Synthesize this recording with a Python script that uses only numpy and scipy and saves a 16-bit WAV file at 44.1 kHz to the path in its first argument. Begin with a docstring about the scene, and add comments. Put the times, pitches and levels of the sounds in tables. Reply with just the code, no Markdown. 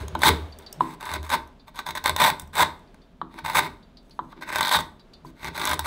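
"""In a small workshop, a hand gouge carves a clamped maple plate on a bench, close to the microphone.
The edge sticks, cracks free and tears fibres: noise and short bursts excite resonances of plate, blade and fibres.
Steel knocks ring the same plate modes as decaying sines; the bench booms under the push as narrow-band noise.
Somebody further off taps metal, and faint squeaks glide in pitch; dense reflections of the room answer
over a quiet floor of rumble and air noise."""
import sys
import numpy as np
from scipy import signal
from scipy.fft import rfft, irfft
from scipy.io import wavfile
from scipy.ndimage import uniform_filter1d

SR = 44100
rng = np.random.default_rng(int(sys.argv[2]) if len(sys.argv) > 2 else 0)


def makeup_ratio(level_db):
    """Linear amplitude ratio for a level in decibels (20 dB per factor of ten)."""
    decades = np.asarray(level_db, float) / 20
    return 10 ** decades


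def master(y):
    """Save y as 16-bit WAV."""
    cut = np.clip(np.atleast_2d(y).T, -1, 1)
    pcm = np.round(cut * 32767)  # scale
    wavfile.write(sys.argv[1], SR, pcm.astype(np.int16))


N = 258426
T = np.arange(N) / SR

# far machines, relative spectrum: pitch_hz, density_db (per Hz)
RUMBLE_SPECTRUM = [(13, -27), (22, -2.5), (39, 2.5), (65, -13), (97, -22), (188, -10), (258, -9.5),
                   (400, -28.5), (520, -54), (880, -120)]
# quiet air, relative spectrum: pitch_hz, density_db (per Hz)
AIR_SPECTRUM = [(220, -30), (380, -4), (511, -10), (677, -6.5), (743, -13.5), (842, -12.5), (1730, -19.5),
                (1870, -22), (2630, -23.5), (3540, -23.5), (5640, -34), (15800, -48.5)]
# course of the air noise, about which it wanders: time_s, level_db
AIR_LEVEL = [(0, -48), (.45, -46.5), (.8, -49.5), (1.0, -58), (3.0, -59.5), (5.86, -58.5)]
# reverberation in bands: centre_hz, decay_60db_s, level_db
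ROOM_BANDS = [(277.8, 0.38, -22.5), (1074, 0.42, -28.5), (2940, 0.18, -14), (7000, 0.36, -21.5),
              (13000, 0.1, -21.5)]
# modes of the bench top: pitch_hz, width_hz
BENCH_MODES = [(77, 9.9), (150, 26)]
# the bench is leaned on: strongest_s, first_mode_db, second_mode_db
PUSHES = [(.01, -28, -46), (.14, -32, -38.5), (.3, -23, -43), (.41, -31, -53), (.82, -50, -34.5),
          (1.16, -28, -46), (1.33, -36.5, -52), (1.9, -46.5, -46), (2.1, -31, -41), (2.24, -41, -31),
          (2.43, -41, -46.5), (2.6, -36.5, -37), (3.23, -64, -47.5), (3.459, -45, -44), (3.57, -41, -33.5),
          (3.69, -47, -50), (4.21, -59, -46.5), (4.57, -41.5, -41.5), (4.78, -40, -39.5), (5.259, -64, -47),
          (5.47, -37.5, -39), (5.73, -31, -40.5), (5.83, -34, -48)]
# distant metal taps: start_s, peak_db, lower_modes_db (relative)
TAPS = [(0.523, -38.5, -15), (0.663, -32.5, -13.5), (1.596, -44.5, -7.5), (2.8747, -55, -12),
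        (3.017, -54, -11.5), (3.8271, -48.5, -7), (3.9705, -39.5, -14.5), (4.109, -40.5, -20),
        (4.995, -46.5, -7), (5.1347, -39, -16.5), (5.264, -46, -18)]
# modes of the tapped metal: pitch_hz, level_db (relative), decay_60db_s
METAL_MODES = [(4270, 7.5, 0.028), (4350, -6, .1), (4600, 11, .04), (4840, -9, .07), (5040, -18.5, .03),
               (3600, 12.5, 0.11), (3930, 9.5, .14)]
# thin squeaks that glide up and down again: highest_s, half_length_s, top_hz, drop_hz, level_db
SQUEAKS = [(.42, .1, 15600, 4500, -72), (.43, .06, 14200, 900, -76), (4.147, .045, 10900, 800, -76),
           (4.147, .03, 10300, 300, -82), (4.147, .02, 13950, 250, -80)]
# modes of four regions, low plate, plate, blade and fibres: pitch_hz, width_hz, level_db (relative)
LOW_MODES = [(185, 25, -6), (255.2, 7.9, -7), (297, 26, -8.5), (325.6, 18, -3), (386, 58, -3)]
PLATE_MODES = [(632.5, 26, 3), (824.5, 11, -28), (922, 40, 11), (996, 10, 6), (1020, 98, 7), (1135, 28, -8),
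               (1165, 71, 0), (1250, 110, -7.5), (1503, 14, -5), (1411, 29, -1), (1534, 97, 3.5),
               (1870, 220, -3.5), (2095, 220, -4.5)]
BLADE_MODES = [(2540, 200, -11), (3214, 72, -1.5), (3620, 300, 10.5), (3604, 480, 8.5), (3830, 57, -9),
               (3980, 79, -3.5), (4800, 160, -16)]
FIBRE_MODES = [(5483, 200, -2.5), (6044, 350, -1), (6594, 350, 6), (7900, 600, 3), (8280, 470, -1),
               (9510, 740, 1), (10480, 530, -2.5), (11520, 450, -3.5), (13200, 1500, -4),
               (15040, 990, -5.5)]
# broad hump under the modes, a row for each region: pitch_hz, width_hz, level_db (relative)
HUMPS = [(310, 530, -17), (1410, 580, -21), (3860, 950, -28), (9500, 9900, -12)]
# pitch above which each region no longer follows the edge: low_hz, plate_hz, blade_hz, fibre_hz
REACH_HZ = [900, 3200, 6500, 18000]
# steel set down on the plate:
# start_s, plate_peak_db, favoured_hz, low_db (relative), free_ringing_ms, pitch_spread (log ratio)
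KNOCKS = [(0.152, -12.5, 944, -9, 12, 0.014), (0.807, -4.5, 1020, -14, 9, 0.037),
          (3.215, -15, 1168, -14, 8.5, 0.1), (3.346, -52, 1000, 21, 7.1, 0.1),
          (4.191, -14, 1160, -15.5, 11, 0.15), (4.328, -32, 1250, -17, 9, 0.11),
          (4.365, -49, 1000, 17, 8, 0.1), (5.248, -33, 1000, 2, 12.7, 0.07)]
# the edge cracks free: start_s, fibre_force_db, plate_db (relative)
CRACKS = [(.0816, -30, -2), (.1507, -33.5, 12), (.1915, -31, -14), (.2186, -20.5, 9), (.2336, -13, 15),
          (.5876, -35, -27), (.621, -51, -7), (.7273, -24.5, -24), (1.0087, -35, 10), (1.0276, -35.5, 14.5),
          (1.0544, -31, -2), (1.0904, -42, 12), (1.1144, -31, -2), (1.1376, -22, 2), (1.2293, -33.5, -2),
          (1.2644, -41, 7), (1.294, -26.5, -13), (1.3016, -24, 7), (1.475, -47, -21), (1.7581, -37, 2),
          (1.7898, -29, 18), (1.8627, -39, -1), (1.8881, -32.5, 14), (1.9071, -28, 12.5),
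          (1.952, -27.5, 13), (1.9729, -30, 14), (2.0406, -21.5, 4), (2.059, -12.5, 11.5),
          (2.0686, -21, 6.5), (2.0774, -18, 8), (2.0946, -15.5, 8), (2.1632, -15, 4), (2.2001, -20, 7),
          (2.2171, -15.5, 2.5), (2.2314, -16, 8), (2.2374, -18, 0), (2.2434, -22, 0), (2.261, -18, 7),
          (2.3, -39, 2), (2.3966, -22.5, -9), (2.4194, -35, -20), (2.4748, -46, -20), (2.5535, -22.5, -5),
          (2.7921, -54, -5.5), (2.9442, -51, 14), (3.3877, -50, 11), (3.4481, -36.5, 7),
          (3.4585, -33.5, 10.5), (3.48, -35, 14), (3.4983, -26.5, 12), (3.5329, -34, 12.5),
          (3.5479, -26.5, 6), (4.0958, -54.5, 9), (4.4228, -50, 14), (4.4897, -34.5, 14.5),
          (4.5258, -31, 6), (4.5463, -38, 6.5), (4.5581, -17.5, 9), (4.584, -21, 4), (4.6084, -14, 8.5),
          (4.6577, -22, 1), (4.6798, -20, -13.5), (4.6922, -16.5, 4), (4.7117, -21.5, 1.5),
          (4.7887, -30.5, 19.5), (5.4302, -43, 18), (5.445, -30, 11), (5.5448, -47, 9), (5.7411, -22, -5),
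          (5.7928, -14.5, -2.5), (5.8421, -42, 5)]
# the edge chatters over ripples of the grain:
# first_s, last_s, gap_s, first_db, last_db (before accents), plate_db (relative)
CHATTER = [(4.6286, 4.695, .021, -19, -23.5, 11), (5.5772, 5.64, .0185, -28.5, -32.5, 11.5),
           (5.6534, 5.735, .0197, -15.5, -23, 2.5)]
# the edge bites or slides: touch_s, swell_ms, hold_ms, full_force_db, let_go_db, fibre_db (relative)
BITES = [(0, 1.8, 66, -37.5, -58, -11), (0.17, 10, 13, -55, -53, -6), (0.201, 34, 55.6, -20, -11.5, -9.5),
         (0.592, 5, 48, -53, -58, -14), (0.797, 6.9, 145, -46, -47, -9.5),
         (0.997, 6.4, 159.6, -42, -30, -14), (1.225, 22, 38, -42, -52, -8.5),
         (1.289, 45.7, 18.3, -18.5, -25, -11), (1.667, 9.1, 19, -47.5, -50.5, -12),
         (1.738, 10, 54, -47.5, -35, -12), (1.855, 8.5, 47.6, -34.5, -36, -12),
         (1.95, 3.4, 27, -35, -31, -11), (2.034, 23, 46, -22.5, -27, -15), (2.17, 34, 98.6, -17, -20, -10),
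         (2.388, 8.6, 39, -48, -60.5, -6), (2.53, 55.8, 44.6, -19.5, -16, -11),
         (3.28, 40, 49, -56.5, -51, -15), (3.371, 13, 10, -35, -37.5, -15.5),
         (3.439, 7, 130, -32, -37, -13.5), (3.537, 19.8, 36, -20, -16, -10.5),
         (3.616, 11, 42.7, -37, -36.5, -14), (4.0, 54, 250, -75, -74.5, -2),
         (4.284, 37, 4.2, -49, -47, -15.5), (4.358, 11, 28, -52, -59.5, -24),
         (4.407, 6.4, 24, -37, -36, -16.5), (4.458, 28.5, 18, -31.5, -36.5, -15),
         (4.507, 14.7, 167, -30, -26.5, -14.5), (4.698, 16, 54.5, -19.5, -18.5, -10),
         (4.773, 8.2, 29, -39, -39, -6), (5.242, 10, 53.7, -55.5, -61.5, -7),
         (5.355, 72.7, 58.8, -40, -31, -16), (5.529, 24, 185, -34, -24, -14.5),
         (5.79, 7.7, 32, -44, -49, -18), (5.829, 26.3, 9, -31, -24.5, -7.5)]
# course of the low plate modes' level, fullest at the start: time_s, level_db (relative)
LOW_SHARE = [(0, 2), (.35, -8.5), (.9, -3.5), (1.3, -13.5), (2, -14.5), (2.5, -22.5), (3.3, -11),
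             (3.6, -15), (4.3, -4.5), (4.7, -19.5), (5.3, -5), (5.86, -19)]


def unit(x):
    """Normalisation to an rms value of 1."""
    return x / np.sqrt(np.mean(x ** 2))


def ring(x, hz, width):
    """A single resonance: second-order bandpass with gain 1 at its centre."""
    return signal.lfilter(*signal.iirpeak(hz, hz / width, fs=SR), x)


def walk(rate):
    """Slow random modulation: levels held for 1 / rate s and smoothed twice; spread near 1."""
    k = int(SR / rate)
    held = np.repeat(rng.standard_normal(N // k + 1), k)
    return 1.3 * uniform_filter1d(uniform_filter1d(held, k), k)[:N]


def add(out, s, sound):
    """Superposition of a sound that starts at time s."""
    i = int(s * SR)
    out[i:i + len(sound)] += sound[:N - i]


def coloured(spectrum):
    """Spectral shaping: white noise weighted in the frequency domain, rms 1."""
    hz, db = np.transpose(spectrum)
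    f = np.maximum(np.arange(N // 2 + 1) * SR / N, 1)
    weight = makeup_ratio(np.interp(np.log(f), np.log(hz), db, -60, -60))
    return unit(irfft(rfft(rng.standard_normal(N)) * weight, N))


def floor():
    """Background noise: far machines and quiet air are shaped noises whose levels wander slowly."""
    rumble_db = -51.5 + 0.65 * walk(0.77)
    air_db = np.interp(T, *np.transpose(AIR_LEVEL)) + 1.6 * walk(6.18)
    return makeup_ratio(rumble_db) * coloured(RUMBLE_SPECTRUM) + makeup_ratio(air_db) * coloured(AIR_SPECTRUM)


def room(x, gap_s=.008):
    """Reverberation: convolution with noise bands, each decaying exponentially at its own rate."""
    t = T[:SR // 2]
    tail = 0
    for hz, t60, db in ROOM_BANDS:
        band = ring(rng.standard_normal(len(t)), hz, 1.36 * hz) * np.sqrt(SR / hz)
        tail = tail + makeup_ratio(db) * band * 1000 ** (-t / t60) / np.sqrt(t60 * SR / 4)
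    return signal.fftconvolve(x, tail * (t > gap_s))[:N]


def bench():
    """Forced resonance: two modes of the bench top boom while it is pushed."""
    rise, falls, rests_db = 299.5, [107.5, 137.5], [-64, -63.5]  # slopes in dB/s
    out = 0
    s, *levels = np.transpose(PUSHES)
    coarse_t = T[::64]
    late = coarse_t - s[:, None]
    for (hz, width), db, fall, rest_db in zip(BENCH_MODES, levels, falls, rests_db):
        boom = unit(ring(ring(rng.standard_normal(N), hz, 2.0 * width), hz, width))
        # even out the slow swelling of narrow-band noise
        boom = boom / np.sqrt(0.07 + np.abs(uniform_filter1d(boom ** 2, int(.15 * SR))))
        push_db = (db[:, None] + np.minimum(rise * late, -fall * late)).max(axis=0)
        out = out + makeup_ratio(np.interp(T, coarse_t, np.maximum(push_db, rest_db))) * boom
    return out


def taps(smear_s=.008):
    """Free vibration of small steel: decaying sines, their attack smeared by distance."""
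    out, t = np.zeros(N), T[:9000]
    for (s, db, lower_db), noise in zip(TAPS, rng.standard_normal((len(TAPS), 2000))):
        sound = 0
        for hz, mode_db, t60 in METAL_MODES:
            level = makeup_ratio(mode_db + (lower_db if hz < 4000 else 0))
            sound = sound + level * 1000 ** (-t / t60) * np.sin(2 * np.pi * hz * t)
        sound = signal.fftconvolve(sound, noise * np.exp(-T[:2000] / smear_s))
        add(out, s, makeup_ratio(db) * sound / np.abs(sound).max())
    return out


def squeaks():
    """Frequency modulation: faint sines glide along an arch of pitch while their level flutters."""
    out = np.zeros(N)
    for top, half, hz, drop_hz, db in SQUEAKS:
        u = np.linspace(-1, 1, int(2 * half * SR))
        phase = 2 * np.pi * np.cumsum(hz - drop_hz * u ** 2) / SR
        add(out, top - half, makeup_ratio(db) * np.sqrt(1 - u ** 4) * np.sin(phase))
    return out * makeup_ratio(4.0 * walk(60))


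def struck(modes, favoured_hz, reach, damping, others_db=-21.0):
    """Modal superposition: decaying sines, strongest near the pitch that the spot favours; peak 1."""
    t = T[:6000]
    out = 0
    for hz, width, db in modes:
        favour = makeup_ratio(others_db) + np.exp(-(np.log(hz / favoured_hz) / reach) ** 2)
        decay = np.exp(-np.pi * damping * width * t)
        out = out + makeup_ratio(db) * favour * decay * np.sin(2 * np.pi * hz * t)
    return out / np.abs(out).max()


def knocks(rise_ms=0.78, swell_ms=2.9, left_db=-17.5, mute_ms=0.96):
    """Contact damping: the plate swells roundly and rings until the steel settles; low modes come late."""
    out, ms = np.zeros(N), 1000 * T[:6000]
    for s, db, hz, low_db, free_ms, reach in KNOCKS:
        muting = makeup_ratio(left_db / (1 + np.exp((free_ms - ms) / mute_ms)))
        rise = 1 - np.exp(-(ms / rise_ms) ** 2)
        plate = struck(PLATE_MODES + BLADE_MODES, hz, reach, 0.99) * rise * muting
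        low = struck(LOW_MODES, 300, 1.2, 0.4) * (1 - np.exp(-ms / swell_ms))
        add(out, s, makeup_ratio(db) * (plate / np.abs(plate).max() + makeup_ratio(low_db) * low))
    return out


def crack_list(accent_db=-2.5):
    """Stick-slip events: single cracks, then evenly spaced runs of chatter with random accents."""
    out = list(CRACKS)
    for first, last, gap, first_db, last_db, plate_db in CHATTER:
        s = np.arange(first, last, gap)
        db = np.interp(s, [first, last], [first_db, last_db])
        db = db + accent_db * rng.standard_normal(16)[:len(s)]
        out += [(start, level, plate_db) for start, level in zip(s, db)]
    return out


def cracks(events, snap_db=3.5, low_db=-26.0, blade_db=-2.5, crumble_ms=2.26):
    """Impulsive excitation: a snap and a short noise crumble, with one force for each region."""
    force, t = np.zeros((4, N)), T[:2000]
    for (s, db, plate_db), noise in zip(events, rng.standard_normal((len(events), 2000))):
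        burst = noise * np.exp(-1000 * t / crumble_ms) / 2
        burst[0] = makeup_ratio(snap_db)
        regions_db = (plate_db + low_db, plate_db, plate_db / 2 + blade_db, 0)
        for row, rel_db in zip(force, regions_db):
            add(row, s, makeup_ratio(db + rel_db) * burst)
    return force


def sticking(events, depth_db=-6.5, hold_ms=6.0, surge_db=4.0, surge_ms=6.1):
    """Stick-slip friction: the force dips as the edge hangs before each crack and surges after it."""
    hang, surge, ms = np.zeros(N), np.zeros(N), 1000 * T[:1500]
    for s, *_ in events:
        i = int(s * SR)
        dip = depth_db * np.exp(-(ms[::-1] / hold_ms) ** 2)
        hang[i - len(ms):i] = np.minimum(hang[i - len(ms):i], dip)
        surge[i:i + len(ms)] = surge_db * np.exp(-ms / surge_ms)[:N - i]
    return makeup_ratio(hang + surge)


def tearing(slip_db, slip_hz=170, jitter=.3, scatter_db=3.5, slip_ms=1.3, grit_db=2.5):
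    """Random excitation: fibres part as gritty noise, in uneven slips some milliseconds apart."""
    chance = rng.standard_normal((N // 100, 2))
    at = np.cumsum(np.exp(jitter * chance[:, 0]) * SR / slip_hz).astype(int)
    slips = np.zeros(N)
    slips[at[at < N]] = makeup_ratio(scatter_db * chance[at < N, 1])
    slips = unit(signal.lfilter([1], [1, -np.exp(-1000 / (slip_ms * SR))], slips))
    grit = unit(rng.standard_normal(N) * makeup_ratio(grit_db * rng.exponential(size=N)))
    return grit * (1 + makeup_ratio(slip_db) * slips) / np.sqrt(1 + makeup_ratio(slip_db) + makeup_ratio(2 * slip_db))


def cut(edge_s=0.0055, tail_fibre_db=-7.5):
    """Cutting force on each region: every bite swells, holds, lets go and fades as the shaving slides off."""
    rise_db, drop_db, drop_ms, fade = 24, -14.5, 5.5, -220  # fade in dB/s
    blade_db, low_lag_ms = -8, 30  # blade relative to plate; the low modes follow the force late
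    force, fibre = np.zeros(N), np.zeros(N)
    for touch, swell_ms, hold_ms, full_db, go_db, fibre_db in BITES:
        full, go = touch + swell_ms / 1000, touch + (swell_ms + hold_ms) / 1000
        t = T[int(touch * SR):int((go + .3) * SR)]
        after = np.maximum(t - go, 0)
        released = 1 - np.exp(-1000 * after / drop_ms)
        db = np.interp(t, [touch, full, go], [full_db - rise_db, full_db, go_db])
        db = db + drop_db * released + fade * after
        add(force, touch, makeup_ratio(db))
        add(fibre, touch, makeup_ratio(db + fibre_db + tail_fibre_db * released))
    keep = np.exp(-1000 / (low_lag_ms * SR))
    low = signal.lfilter([1 - keep], [1, -keep], force)
    low = low * makeup_ratio(np.interp(T, *np.transpose(LOW_SHARE)))
    gain = np.array([low, force, makeup_ratio(blade_db) * force, fibre])
    return tearing(slip_db=-7.5) * uniform_filter1d(gain, int(edge_s * SR))


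def body(force, modes, hump, shift_db=2.2):
    """Modal filtering at about constant noise power; the moving edge shifts the balance of the modes."""
    modes = [hump] + list(modes)
    power = sum(makeup_ratio(2 * db) * width for hz, width, db in modes) * np.pi / SR
    out = sum(makeup_ratio(db + shift_db * walk(5.233)) * ring(force, hz, width)
              for hz, width, db in modes)
    return out / np.sqrt(power)


def gouge():
    """Source and resonator: cutting force and cracks drive the modes of the four regions."""
    events = crack_list()
    forces = cut() * sticking(events) + cracks(events)
    regions = (LOW_MODES, PLATE_MODES, BLADE_MODES, FIBRE_MODES)
    out = 0
    for force, modes, hump, reach_hz in zip(forces, regions, HUMPS, REACH_HZ):
        # above its modes the mass of each region no longer follows the edge
        force = signal.lfilter(*signal.butter(2, reach_hz, fs=SR), force)
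        out = out + body(force, modes, hump)
    return out


def scene():
    """Superposition: gouge, knocks, taps and squeaks in the room, over bench and floor."""
    in_room = gouge() + knocks() + taps() + squeaks()
    return (in_room + room(in_room) + bench() + floor())[None]


def low_pass(x):
    """Removes everything above the highest recorded frequency."""
    return signal.sosfilt(signal.butter(12, 17010, fs=SR, output="sos"), x)


def record(dry):
    """Saturation and band limiting: the loudest peaks are rounded, the deepest bass and the top cut."""
    x = np.tanh(1.16 * dry) / 1.315
    x = signal.sosfilt(signal.butter(2, 30, "high", fs=SR, output="sos"), x)
    x = signal.sosfilt(signal.ellip(12, .2, 60, 15690, fs=SR, output="sos"), x)
    return low_pass(x)


dry = scene()
out = record(dry)
master(out)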